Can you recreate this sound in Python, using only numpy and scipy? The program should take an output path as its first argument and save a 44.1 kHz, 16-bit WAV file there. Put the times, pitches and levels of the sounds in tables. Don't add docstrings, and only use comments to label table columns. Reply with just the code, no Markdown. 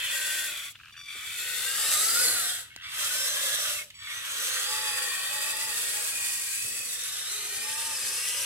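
import sys
import numpy as np
from scipy import signal
from scipy.fft import rfft, irfft
from scipy.io import wavfile
from scipy.ndimage import uniform_filter1d, map_coordinates

SR = 44100
rng = np.random.default_rng(int(sys.argv[2]) if len(sys.argv) > 2 else 0)


def inscribe(sig):
    pcm = np.round(np.clip(np.atleast_2d(sig).T, -1, 1) * 32767)
    wavfile.write(sys.argv[1], SR, pcm.astype(np.int16))


N = 372644
T = np.arange(N) / SR
HZ = np.fft.rfftfreq(N, 1 / SR) + 1e-3
RADIO_FRAME_S = .0219


# pitch_hz, width_hz, level_db
FRONT_MODES = [(1430, 190, -6.5), (1980, 320, -1.5), (2400, 170, -2), (2560, 160, -1), (3210, 120, 2),
               (3400, 65, -1), (3520, 190, 2), (4040, 140, -7.5)]
CORNER_MODES = [(1260, 77, 1), (1500, 180, 2.5), (1850, 68, 4), (2400, 210, -15), (2971, 630, -1),
                (3570, 360, 1), (3830, 250, 0.5)]
FLANK_MODES = [(1194, 98, 0.5), (1620, 1200, 0), (1840, 130, 3.5), (2662, 210, 2), (3390, 630, 5),
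               (3675, 250, -7)]
REAR_MODES = [(1161, 470, -8), (1380, 222, -18), (1590, 61, -4), (1850, 71, -1), (2620, 140, -3),
              (3540, 460, -2)]
FAR_FLANK_MODES = [(1282, 520, -10), (1591, 92, -1.5), (1977, 240, -7), (2453, 230, -7), (2800, 252, -6),
                   (3249, 2200, -2.5)]
# frequency_hz, level_db
FRONT_RASP = [(2350, -25), (4000, -7), (4170, -2), (4520, 1), (4900, -4.5), (5630, -1), (6510, -2),
              (7400, 4.5), (8360, 2.5), (8850, 1), (10500, 2), (11600, -3.5), (12500, 2.5), (15200, -14),
              (16000, -4)]
CORNER_RASP = [(2350, -48), (4000, -7.5), (4900, -3.5), (5700, -6.5), (6290, -3.5), (6820, -5.5), (7930, 4),
               (9220, -3.5), (10600, 0.5), (11800, -5), (12800, -5), (14000, -9), (15500, -14),
               (16000, -24)]
FLANK_RASP = [(2350, -22), (4000, 0), (4140, -4.5), (4730, -4), (6070, 0.5), (7060, -3), (7570, 2),
              (7930, 2.5), (9170, -1.5), (10500, 0.5), (15200, -8), (16000, -26)]
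REAR_RASP = [(2350, -5.5), (4000, -13), (4410, -3.5), (5070, -6.5), (5800, -6.5), (7060, -3.5), (7930, 2),
             (8500, -1), (10800, -3), (13400, -11), (14800, -12.5), (15500, -15), (16000, -6)]
FAR_FLANK_RASP = [(2350, -31), (4000, -4), (5310, -4.5), (5700, -3.5), (6140, 1.5), (6860, -4.5),
                  (7750, 2.5), (9280, 0.5), (10100, 1), (13600, -8.5), (15200, -14), (16000, -24)]

def gearboxes():
    rasp_gain, shell_gain = drive_gains()
    tooth_hz, pinion_hz = gear_rates()
    facing, = curves(SIDE_SHOWN)
    knocks = clatter(tooth_hz, scatter_db=6, slop_s=.00004, wobble=.18)
    knocks += clatter(pinion_hz / 2, scatter_db=-.5, slop_s=.00005, wobble=.46)
    sliding = rng.standard_normal((2, N))
    shell_drive = knocks + undb(3) * rng.standard_normal(N) + undb(3.5) * sliding
    rasp_drive = knocks + undb(9.5) * sliding
    sides = [(FRONT_MODES, FRONT_RASP), (CORNER_MODES, CORNER_RASP), (FLANK_MODES, FLANK_RASP),
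             (REAR_MODES, REAR_RASP), (FAR_FLANK_MODES, FAR_FLANK_RASP)]
    shell = rasp = 0
    for side, (modes, spectrum) in enumerate(sides):
        share = np.clip(1 - abs(facing - side), 0, 1)
        shell += share * ring(shell_drive, modes)
        rasp += share * colour(rasp_drive, spectrum)
    rasp += undb(-21) * rough_overtone(10 * tooth_hz, width_hz=600)
    load = unit(walk(48) + walk(34))
    shell = undb(.5 * load) * shell_gain * flex(shell)
    rasp *= undb(1.15 * load + .45 * frame_sway() + 2) * rasp_gain
    return shell + rasp + whine(tooth_hz, pinion_hz, shell_gain)


# time_s, first_train_tooth_hz, second_train_pinion_hz
RUN_SPEEDS = [
    [(0, 737, 1910), (.15, 784.6, 1886), (.46, 787, 1880), (.56, 659, 1912), (.73, 601, 1475)],
    [(1.06, 585.5, 1457), (1.3, 659, 1867), (1.42, 753.6, 1928), (1.62, 754, 1925), (1.87, 896.6, 1844),
     (1.93, 589.6, 1868), (2.32, 783.3, 1962), (2.44, 610.4, 1884), (2.68, 470, 1370)],
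    [(2.84, 541, 1409), (3.02, 692.3, 1740), (3.33, 825.7, 1870), (3.6, 840.5, 1930), (3.7, 702.5, 1885),
     (3.78, 591, 1727), (3.87, 517, 1500)],
    [(4.02, 554.7, 1498), (4.45, 746.2, 1846), (4.6, 785.6, 1891), (4.72, 866, 1914), (4.95, 853, 1976),
     (5.17, 780, 1859), (5.42, 864.4, 1926), (5.65, 887.3, 1949), (5.84, 771.7, 1839), (5.97, 847.5, 1920),
     (6.15, 803.7, 1980), (6.52, 799, 1867), (6.74, 888, 1947), (6.88, 803, 1842), (7.03, 569, 1633),
     (7.25, 570.5, 1628), (7.5, 761, 1827), (7.68, 872, 1849), (7.86, 914.3, 1901), (8.03, 834, 1852),
     (8.3, 949, 1968), (8.45, 966, 2108)],
]

def gear_rates():
    return curves([row for run in RUN_SPEEDS for row in run])


# time_s, rasp_db, shell_db
RUN_LEVELS = [
    [(0.0, -38, -36), (0.012, -41.5, -34), (0.158, -33.5, -35.5), (0.45, -33.5, -37.5), (0.616, -44, -40),
     (0.648, -41.5, -41), (0.698, -48, -44), (0.72, -50, -68), (0.735, -72, -61)],
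    [(1.09, -54, -44), (1.134, -48, -43), (1.35, -40.5, -39.5), (1.386, -36, -37.5), (1.794, -30.5, -36),
     (1.94, -25.5, -33), (2.05, -27.5, -35.5), (2.262, -26, -34.5), (2.454, -32, -36), (2.498, -33, -36.5),
     (2.604, -39.5, -42), (2.68, -59, -55)],
    [(2.84, -67, -45), (2.89, -51.5, -43), (3.004, -32, -34.5), (3.192, -31, -36), (3.714, -33.5, -35.5),
     (3.76, -37.5, -40), (3.818, -41, -41.5), (3.842, -47, -60), (3.88, -57, -66)],
    [(4.02, -58, -45.5), (4.13, -41.5, -37.5), (4.2, -42.5, -38.5), (4.44, -33, -34.5),
     (5.19, -34.5, -36.5), (6.26, -32, -42), (6.36, -32.5, -46.5), (6.42, -32.5, -44.5), (6.91, -35, -47.5),
     (7.04, -38, -42), (8.45, -33.5, -40)],
]

def drive_gains():
    rasp = shell = 0
    for run in RUN_LEVELS:
        rasp_db, shell_db = curves(run)
        outside_s = np.maximum(0, np.maximum(run[0][0] - T, T - run[-1][0]))
        running = np.exp(-outside_s / .03)
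        rasp += running * undb(rasp_db)
        shell += running * undb(shell_db)
    return rasp, shell


# time_s, side (0 front, 1 front corner, 2 flank, 3 rear, 4 far flank)
SIDE_SHOWN = [(0, 0), (1.55, 0), (1.85, 1), (2.6, 1), (2.95, 2), (4.4, 2), (4.9, 3), (6.85, 3), (7.1, 4),
              (8.45, 4)]

def by_side(side_db):
    facing, = curves(SIDE_SHOWN)
    return undb(np.interp(facing, np.arange(len(side_db)), side_db))


def clatter(tooth_hz, scatter_db, slop_s, wobble, teeth=18, burrs=70):
    turns = np.cumsum(tooth_hz) / SR / teeth
    place, height = rng.random(burrs), rng.uniform(-.73, 1, burrs)
    strike_turns = (np.arange(int(turns[-1]))[:, None] + place).ravel()
    timing, strength = rng.standard_normal((len(strike_turns), 2)).T
    strike_s = np.interp(strike_turns, turns, T) + slop_s * timing
    pressure = 1 + wobble * np.sin(2 * np.pi * strike_turns)
    force = np.resize(height, len(strike_turns)) * undb(scatter_db * strength) * pressure
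    samples = np.clip(np.round(strike_s * SR).astype(int), 0, N - 1)
    return unit(np.bincount(samples, force, N))


def flex(x, drift=.02):
    place = np.arange(N) + np.cumsum(drift * walk(9))
    return np.array([map_coordinates(mic, [place], order=3, mode="mirror") for mic in x])


def frame_sway():
    return np.sin(2 * np.pi * T / RADIO_FRAME_S)


# front_db, corner_db, flank_db, rear_db, far_flank_db
TOOTH_SIDE_DB = (-62, -21.5, -32, -27.5, -22.5)
OCTAVE_SIDE_DB = (-16.5, -20, -17.5, -19.5, -38)
PINION_SIDE_DB = (-20, -9.5, -15, -9, -11)
# multiple, width_hz, side_db (five sides)
WHINE_OVERTONES = [(3, 219.6, (-39, -13, -29, -14, -9.5)), (3.5, 170, (-7, -13, -13, -24, -24)),
                   (4, 201.2, (-26, -11, -9, -16, -33)), (5.6, 601, (-12, -17, -17, -8, -18))]
# start_s, end_s, multiple, width_hz, level_db
STRAIN_SWELLS = [(1.58, 1.98, 2, 91, -44.5), (1.893, 2.49, 2, 48.5, -41), (1.75, 2.6, 2.55, 205, -47.5),
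                 (2.05, 2.3, 6.9, 350, -36), (3, 3.73, 2, 110, -45), (4.59, 5.8, 5.6, 280, -45),
                 (6.08, 6.66, 2.36, 45, -49), (3.3, 3.86, 4.4, 210, -44), (4.38, 4.87, 5.8, 259.4, -45),
                 (6.1, 6.4, 3.07, 170, -43), (6.38, 6.9, 3, 180, -46), (8.2, 8.8, 3, 860, -40),
                 (7.8, 8.55, 6.2, 1160, -45), (7.65, 8.6, 9, 950, -44)]

def whine(tooth_hz, pinion_hz, shell_gain, cruise_hz=810):
    effort = shell_gain * (tooth_hz / cruise_hz) ** 2.1
    octave = tone(2 * tooth_hz, flutter=.01393, rough_db=-.5)
    octave += undb(-.5) * rough_overtone(2 * tooth_hz, width_hz=140)
    wavering_hz = pinion_hz * (1 + .011 * walk(14) + .012 * frame_sway())
    pinion = tone(wavering_hz, flutter=.008, rough_db=3)
    upper = by_side(OCTAVE_SIDE_DB) * octave + by_side(PINION_SIDE_DB) * pinion
    for multiple, width_hz, side_db in WHINE_OVERTONES:
        upper += by_side(side_db) * rough_overtone(multiple * tooth_hz, width_hz)
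    strain = sum(swells([(start, end, db)], slew_s=.078) * rough_overtone(multiple * tooth_hz, width_hz)
                 for start, end, multiple, width_hz, db in STRAIN_SWELLS)
    return effort * (upper + by_side(TOOTH_SIDE_DB) * tooth_tone(tooth_hz)) + strain


def tooth_tone(tooth_hz):
    fundamental = tone(tooth_hz, flutter=.012, rough_db=2.2)
    third = rough_overtone(3 * tooth_hz, width_hz=120)
    side_tone = tone(4 / 3 * tooth_hz, flutter=.02, rough_db=3)
    return fundamental + undb(-5) * third + undb(-3) * side_tone


def rough_overtone(hz, width_hz, core=.7, stray=.14):
    phase = 2 * np.pi * np.cumsum(hz + stray * width_hz * walk(45)) / SR
    return unit((core + walk(width_hz)) * np.sin(phase) + (core + walk(width_hz)) * np.cos(phase))


# time_s, tooth_hz, level_db
STEERING_SWEEPS = [
    [(1.72, 471, -61), (1.81, 572, -42), (1.91, 661, -41.5), (2.0, 678.3, -42), (2.12, 714.8, -47),
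     (2.27, 738, -33), (2.38, 719, -44), (2.5, 593, -40.5), (2.62, 520, -58)],
    [(3.12, 569.6, -46), (3.22, 622, -37), (3.3, 656, -36.5), (3.45, 711, -57), (3.6, 663, -40),
     (3.78, 598, -54)],
    [(4.11, 651, -60), (4.18, 687.5, -45), (4.24, 690, -59), (4.31, 699, -40), (4.37, 698, -45),
     (4.44, 670.5, -40), (4.58, 734, -38), (4.75, 788, -48)],
    [(6.84, 789.5, -45), (6.93, 625, -43), (7.02, 590, -44), (7.18, 590, -42), (7.35, 650.5, -42),
     (7.5, 735, -44), (7.78, 895.5, -43.5), (8.02, 802, -42.5), (8.45, 924, -42)],
]
# multiple, width_hz, side_db (five sides)
STEERING_OVERTONES = [(3, 260, (-12, -11, -18, -10, -10.5)), (6, 700, (-2, 3.5, -4.5, -1, -0.5)),
                      (9, 760, (-6, -1, 1, -9, -3)), (12, 800, (-8, -4, -4, -9, -1.5)),
                      (15, 770, (-4, 2, -10, -21, -15))]

def steering():
    tooth_hz, db = curves([row for turn in STEERING_SWEEPS for row in turn])
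    turning = swells([(turn[0][0], turn[-1][0], 0) for turn in STEERING_SWEEPS], slew_s=.018)
    overtones = sum(by_side(side_db) * rough_overtone(multiple * tooth_hz, width_hz, core=.3, stray=.22)
                    for multiple, width_hz, side_db in STEERING_OVERTONES)
    return undb(db) * turning * overtones


# start_s, end_s, level_db
GROWL_SPANS = [(.09, .53, -41.5), (1.35, 1.68, -46.5)]

def growl(teeth_per_throb=9, pinion_hz=1868):
    tooth_hz, _ = gear_rates()
    throb = 1 + .6 * np.sin(2 * np.pi * np.cumsum(tooth_hz) / SR / teeth_per_throb)
    mesh = unit(throb * tone(1.97 * tooth_hz, flutter=.008, rough_db=1))
    pinion = tone(pinion_hz * (1 + .024 * frame_sway()), flutter=.006, rough_db=1.5)
    return swells(GROWL_SPANS, slew_s=.07) * (mesh + pinion)


# start_s, end_s, level_db
STRAIGHT_SPANS = [(4.65, 5.02, -45), (4.99, 5.09, -48), (5.29, 5.76, -47.5), (5.92, 6.06, -49),
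                  (7.62, 7.98, -48.5), (8.08, 8.18, -54)]

def straight_singing():
    tooth_hz, _ = gear_rates()
    return swells(STRAIGHT_SPANS, slew_s=.06) * tooth_tone(tooth_hz)


# start_s, full_s, fade_s, end_s, switching_hz, level_db, voice (0-2)
WHISTLE_EVENTS = [(.03, .3, .7, .725, 1124, -49.5, 2), (.5, .6, .69, .705, 1159, -53, 0),
                  (.92, .924, .939, .945, 1170, -52, 0), (.963, 1.0, 1.08, 1.3, 1170, -47, 0),
                  (2.818, 2.825, 2.86, 2.94, 1165, -48, 0), (3.943, 3.99, 4.07, 4.24, 1126, -50, 1)]
# multiple, first_motor_db, second_motor_flank_db, second_motor_front_db
WHISTLE_HARMONICS = [(1, -12, -16, -18), (2, -7, -4, -7), (3, 0, -4, 0), (4, -5, -3, -18), (5, -7, -7, -9),
                     (6, -14, -13, -18), (7, -15, -3, -9), (8, -22, -17, -13), (9, -18, -14, -16),
                     (10, -15, -20, -20)]

def controller_whistle(gap_share=.2, pitch_sag=.055):
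    out = np.zeros(N)
    gap = uniform_filter1d(1. * (T / RADIO_FRAME_S % 1 < gap_share), 130)
    strength = (1 - .6 * gap) * undb(1.3 * walk(120))
    for start, full, fade, end, hz, db, voice in WHISTLE_EVENTS:
        on = (T > start) & (T < end)
        swell = np.interp(T[on], [start, start + .002, full, fade, end], [0, .65, 1, 1, .15])
        phase = 2 * np.pi * np.cumsum(hz * (1 - pitch_sag * gap[on])) / SR
        for multiple, *voice_db in WHISTLE_HARMONICS:
            out[on] += swell * undb(db + voice_db[voice]) * np.sqrt(2) * np.sin(multiple * phase)
    return out * strength


# start_s, end_s, switching_hz, level_db
BUZZ_EVENTS = [(.46, .715, 1152, -54), (1.05, 1.38, 1161, -48.5), (2.82, 2.98, 1150, -46),
               (4.0, 4.14, 1135, -47.5)]
# multiple, level_db
BUZZ_HARMONICS = [(1, -13), (2, 0), (3, -1), (4, -7), (5, -13), (7, -9)]

def brush_buzz(width_hz=320):
    out = np.zeros(N)
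    for multiple, harmonic_db in BUZZ_HARMONICS:
        brushes = unit(1 + 1.1 * walk(width_hz))
        for start, end, hz, db in BUZZ_EVENTS:
            gain = swells([(start, end, db + harmonic_db)], slew_s=.035)
            out += gain * brushes * np.sqrt(2) * np.sin(2 * np.pi * multiple * hz * T)
    return out


# start_s, end_s, pitch_hz, level_db
AXLE_SQUEAKS = [(0, .12, 3055, -39.5), (0, .13, 2755, -45.5), (2.703, 2.742, 2150, -55),
                (3.783, 3.832, 2160, -42), (4.07, 4.146, 2143, -42), (4.085, 4.146, 1834, -47),
                (4.722, 4.762, 2640, -37.5), (4.775, 4.815, 2600, -44), (4.908, 4.955, 2570, -40),
                (5.07, 5.1, 2450, -44), (5.115, 5.137, 3400, -38), (5.44, 5.53, 2540, -44),
                (5.55, 5.62, 2620, -44), (6.12, 6.27, 2480, -44), (8.16, 8.26, 2780, -42)]

def axle_squeaks():
    out = 0
    for start, end, hz, db in AXLE_SQUEAKS:
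        envelope = np.interp(T, [start, start + .008, end - .004, end], [0, 1, 1, 0])
        out += undb(db) * envelope * tone(hz, flutter=.012, rough_db=3)
    return out


# time_s, level_db, brightness_db, decay_s
BACKLASH_TICKS = [(0.7548, -28.5, -29, .0045), (.855, -46, -3, .002), (.885, -44, -4, .002),
                  (.896, -47, -4, .0015), (2.7628, -33.5, 3.5, .0013), (3.903, -33, -10, .004),
                  (4.033, -43, 0, .002)]
# frequency_hz, level_db
SNAP_SPECTRUM = [(3000, 7), (4800, 3), (7300, 3), (9000, -7), (11300, -6), (15000, -9)]

def gear_ticks():
    shell, snap = np.zeros(N), np.zeros(N)
    for start, db, bright_db, decay_s in BACKLASH_TICKS:
        blow = undb(db) * (T >= start) * np.exp(-abs(T - start) / decay_s)
        shell += blow
        snap += blow * undb(bright_db)
    noise = rng.standard_normal(N)
    return .27 * shell * ring(noise, FRONT_MODES) + snap * colour(noise, SNAP_SPECTRUM)


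# start_s, end_s, level_db, lower_ring_hz, upper_ring_hz
CHATTER_SPANS = [(.747, .768, -51, 1500, 2900), (.789, .818, -50, 1450, 2600),
                 (.833, .915, -51, 1450, 2650), (.937, 1.02, -49.5, 1550, 2600),
                 (2.7, 2.76, -52.5, 1700, 3000), (2.769, 2.86, -47, 1800, 3000),
                 (3.901, 3.918, -50, 2050, 2750), (3.94, 4.025, -54, 2250, 3200)]

def gear_chatter(rate_hz=84, half_width_hz=290):
    knocks = unit(np.exp(-(T * rate_hz % 1) / .4) * rng.standard_normal(N))
    out = np.zeros(N)
    for start, end, db, *rings_hz in CHATTER_SPANS:
        on = (T > start) & (T < end)
        bands = [signal.butter(3, [hz - half_width_hz, hz + half_width_hz], "band", fs=SR, output="sos")
                 for hz in rings_hz]
        low, high = (unit(signal.sosfilt(band, knocks[on])) for band in bands)
        envelope = np.interp(T[on], [start, start + .002, end - .006, end], [0, 1, 1, 0])
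        out[on] += undb(db) * envelope * unit(low + undb(1) * high)
    return out


# frequency_hz, level_db
TYRE_SPECTRUM = [(170, -11), (250, -12.5), (340, -8.5), (440, -2), (530, 2.5), (620, -1), (720, -6.5),
                 (830, -3), (1100, -5.5)]
# front_db, corner_db, flank_db, rear_db, far_flank_db
TYRE_SIDE_DB = (-24, -22.5, -21, -20.5, -22.5)
# time_s, level_db, decay_s
FLOOR_JOLTS = [(1.15, -56.5, 0.016), (1.92, -64, 0.25), (2.2, -59, 0.2), (6.641, -57, 0.19)]
# time_s, pitch_hz, level_db
BOARD_CROSSINGS = [(.3, 580, -60), (.35, 350, -68.5), (6.0, 470, -68), (2.2, 456, -64), (2.25, 255.5, -68),
                   (2.3, 736, -60), (3.55, 587, -54), (4.9, 524, -62), (7.45, 400.4, -65),
                   (7.9, 517, -62.5), (8.3, 388, -71)]

def tyres(pivot_s=6.58, crossing_s=.36):
    tooth_hz, _ = gear_rates()
    drive, _ = drive_gains()
    pivot_dip = undb(-12 * np.exp(-((T - pivot_s) / .4) ** 2))
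    patter = clatter(tooth_hz, scatter_db=3, slop_s=.0007, wobble=.2) + rng.standard_normal(N)
    rumble = drive * by_side(TYRE_SIDE_DB) * pivot_dip * colour(patter, TYRE_SPECTRUM)
    jolts = sum(undb(db) * (T > s) * np.exp(-abs(T - s) / decay_s) for s, db, decay_s in FLOOR_JOLTS)
    floor = colour(rng.standard_normal(N), [(35, -18), (80, -4), (230, -5.5), (330, -4), (600, -3)])
    boards = 0
    for s, hz, db in BOARD_CROSSINGS:
        contact = np.clip(1 - abs(T - s) / crossing_s, 0, 1)
        boards += contact * undb(db) * ring(patter, [(hz, 37, 0)], low_hz=1.1 * hz, high_hz=.97 * hz)
    return rumble + boards + jolts * floor


# start_s, end_s, level_db
LOOSE_BOARD_SPANS = [(5.63, 5.88, -61), (6.05, 6.45, -67), (6.55, 6.96, -62), (7.46, 8.2, -66)]

def board_hum():
    _, pinion_hz = gear_rates()
    return swells(LOOSE_BOARD_SPANS, slew_s=.098) * tone(pinion_hz / 7.5, flutter=.025, rough_db=3.5)


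# time_s, left_lag_samples
MICROPHONE_LAG = [(0, 2), (.7, -1), (1.8, -1.5), (2.25, 3.5), (3.2, 5.5), (4.3, 6), (5.25, 4), (6.8, 4.5),
                  (8.45, -0.5)]

def living_room(diffuse, clear, wet_db=-5, wet_rise_db=2, places=36):
    lag, = curves(MICROPHONE_LAG)
    pan_db = 1.5 - .33 * lag
    direct = np.array([map_coordinates(mic, [np.arange(N) - side * lag / 2]) * undb(side * pan_db / 2)
                       for mic, side in zip(diffuse + clear, (1, -1))])
    sent = diffuse + undb(-8) * clear
    reflected = np.zeros((2, N + SR))
    for place in range(places):
        near = np.clip(1 - abs(T / T[-1] * (places - 1) - place), 0, 1)
        span = np.flatnonzero(near)
        answer = signal.fftconvolve(sent[:, span] * np.sqrt(near[span]), echoes(), axes=1)
        reflected[:, span[0]:span[0] + answer.shape[1]] += answer
    wet = undb(wet_db + wet_rise_db * T / T[-1])
    return (direct + wet * reflected[:, :N]) / np.sqrt(1 + wet ** 2)


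def echoes(t60_low_s=.19, t60_high_s=.037):
    t = T[:SR // 3]
    hz = np.fft.rfftfreq(len(t), 1 / SR)
    treble = hz / (hz + 4000)
    noise = rng.standard_normal((2, len(t))) * (t > .001) * (1 + 2 * np.exp(-t / .0055))
    low, high = (rfft(noise * undb(-60 * t / t60)) for t60 in (t60_low_s, t60_high_s))
    mid, side = low * (1 - treble) + high * treble
    alike = .75 / (1 + (hz / 1450) ** 4)
    tail = irfft(mid * np.sqrt(1 + alike) + np.array([[1], [-1]]) * side * np.sqrt(1 - alike))
    return tail / np.sqrt(np.sum(tail ** 2) / 2)


# frequency_hz, level_db
ROOM_SPECTRUM = [(25, -21), (50, -9), (68, -6), (85, -5), (100, -7), (140, -5.5), (175, -14.5), (260, -19),
                 (350, -23.5), (600, -33), (900, -26)]

def room_tone(hum_hz=102):
    mid, side = (colour(rng.standard_normal(N), ROOM_SPECTRUM) for _ in range(2))
    rumble = mid + undb(-8.5) * side * np.array([[1], [-1]])
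    hum = tone(hum_hz, flutter=.039, rough_db=-7.5)
    hiss_spectrum = [(1100, -9), (3000, 12.5), (5500, 1), (15000, -7)]
    hiss = np.array([colour(rng.standard_normal(N), hiss_spectrum) for _ in range(2)])
    return undb(-67.5) * rumble + undb(-69.5) * hum + undb(-57) * hiss


def ring(x, modes, low_hz=1120, high_hz=4500):
    power = sum(undb(2 * db) / (1 + (2 * (HZ - hz) / width) ** 2) for hz, width, db in modes)
    edges = 1 / (1 + (low_hz / HZ) ** 16) / (1 + (HZ / high_hz) ** 16)
    return unit(irfft(rfft(x) * np.sqrt(power * edges), N))


def colour(x, spectrum):
    hz, db = np.transpose(spectrum)
    skirts = np.minimum(HZ / hz[0], 1) ** 4 * np.minimum(hz[-1] / HZ, 1) ** 4
    gain = undb(np.interp(np.log(HZ), np.log(hz), db))
    return unit(irfft(rfft(x) * skirts * gain, N))


def tone(hz, flutter, rough_db):
    phase = 2 * np.pi * np.cumsum(hz * (1 + flutter * walk(70))) / SR
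    return unit(np.sin(phase) * undb(rough_db * walk(60)))


def walk(rate_hz):
    hold = int(SR / rate_hz)
    steps = np.repeat(rng.standard_normal(N // hold + 1), hold)
    return unit(uniform_filter1d(steps, hold)[:N])


def swells(events, slew_s):
    return sum(undb(db) * np.clip(np.minimum(T - start, end - T) / slew_s, 0, 1)
               for start, end, db in events)


def curves(table):
    time_s, *columns = np.transpose(table)
    return [np.interp(T, time_s, column) for column in columns]


def undb(db):
    return 10 ** (np.asarray(db) / 20)


def unit(x):
    return x / np.sqrt(np.mean(x ** 2))


def scene():
    clear = controller_whistle() + axle_squeaks() + growl() + straight_singing() + board_hum()
    clear += gear_chatter() + gear_ticks()
    diffuse = gearboxes() + steering() + brush_buzz() + tyres()
    return living_room(diffuse, clear) + room_tone()


def record(dry, top_hz=15850):
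    return signal.sosfilt(signal.ellip(12, .1, 90, top_hz, fs=SR, output="sos"), dry)


dry = scene()
out = record(dry)
inscribe(out)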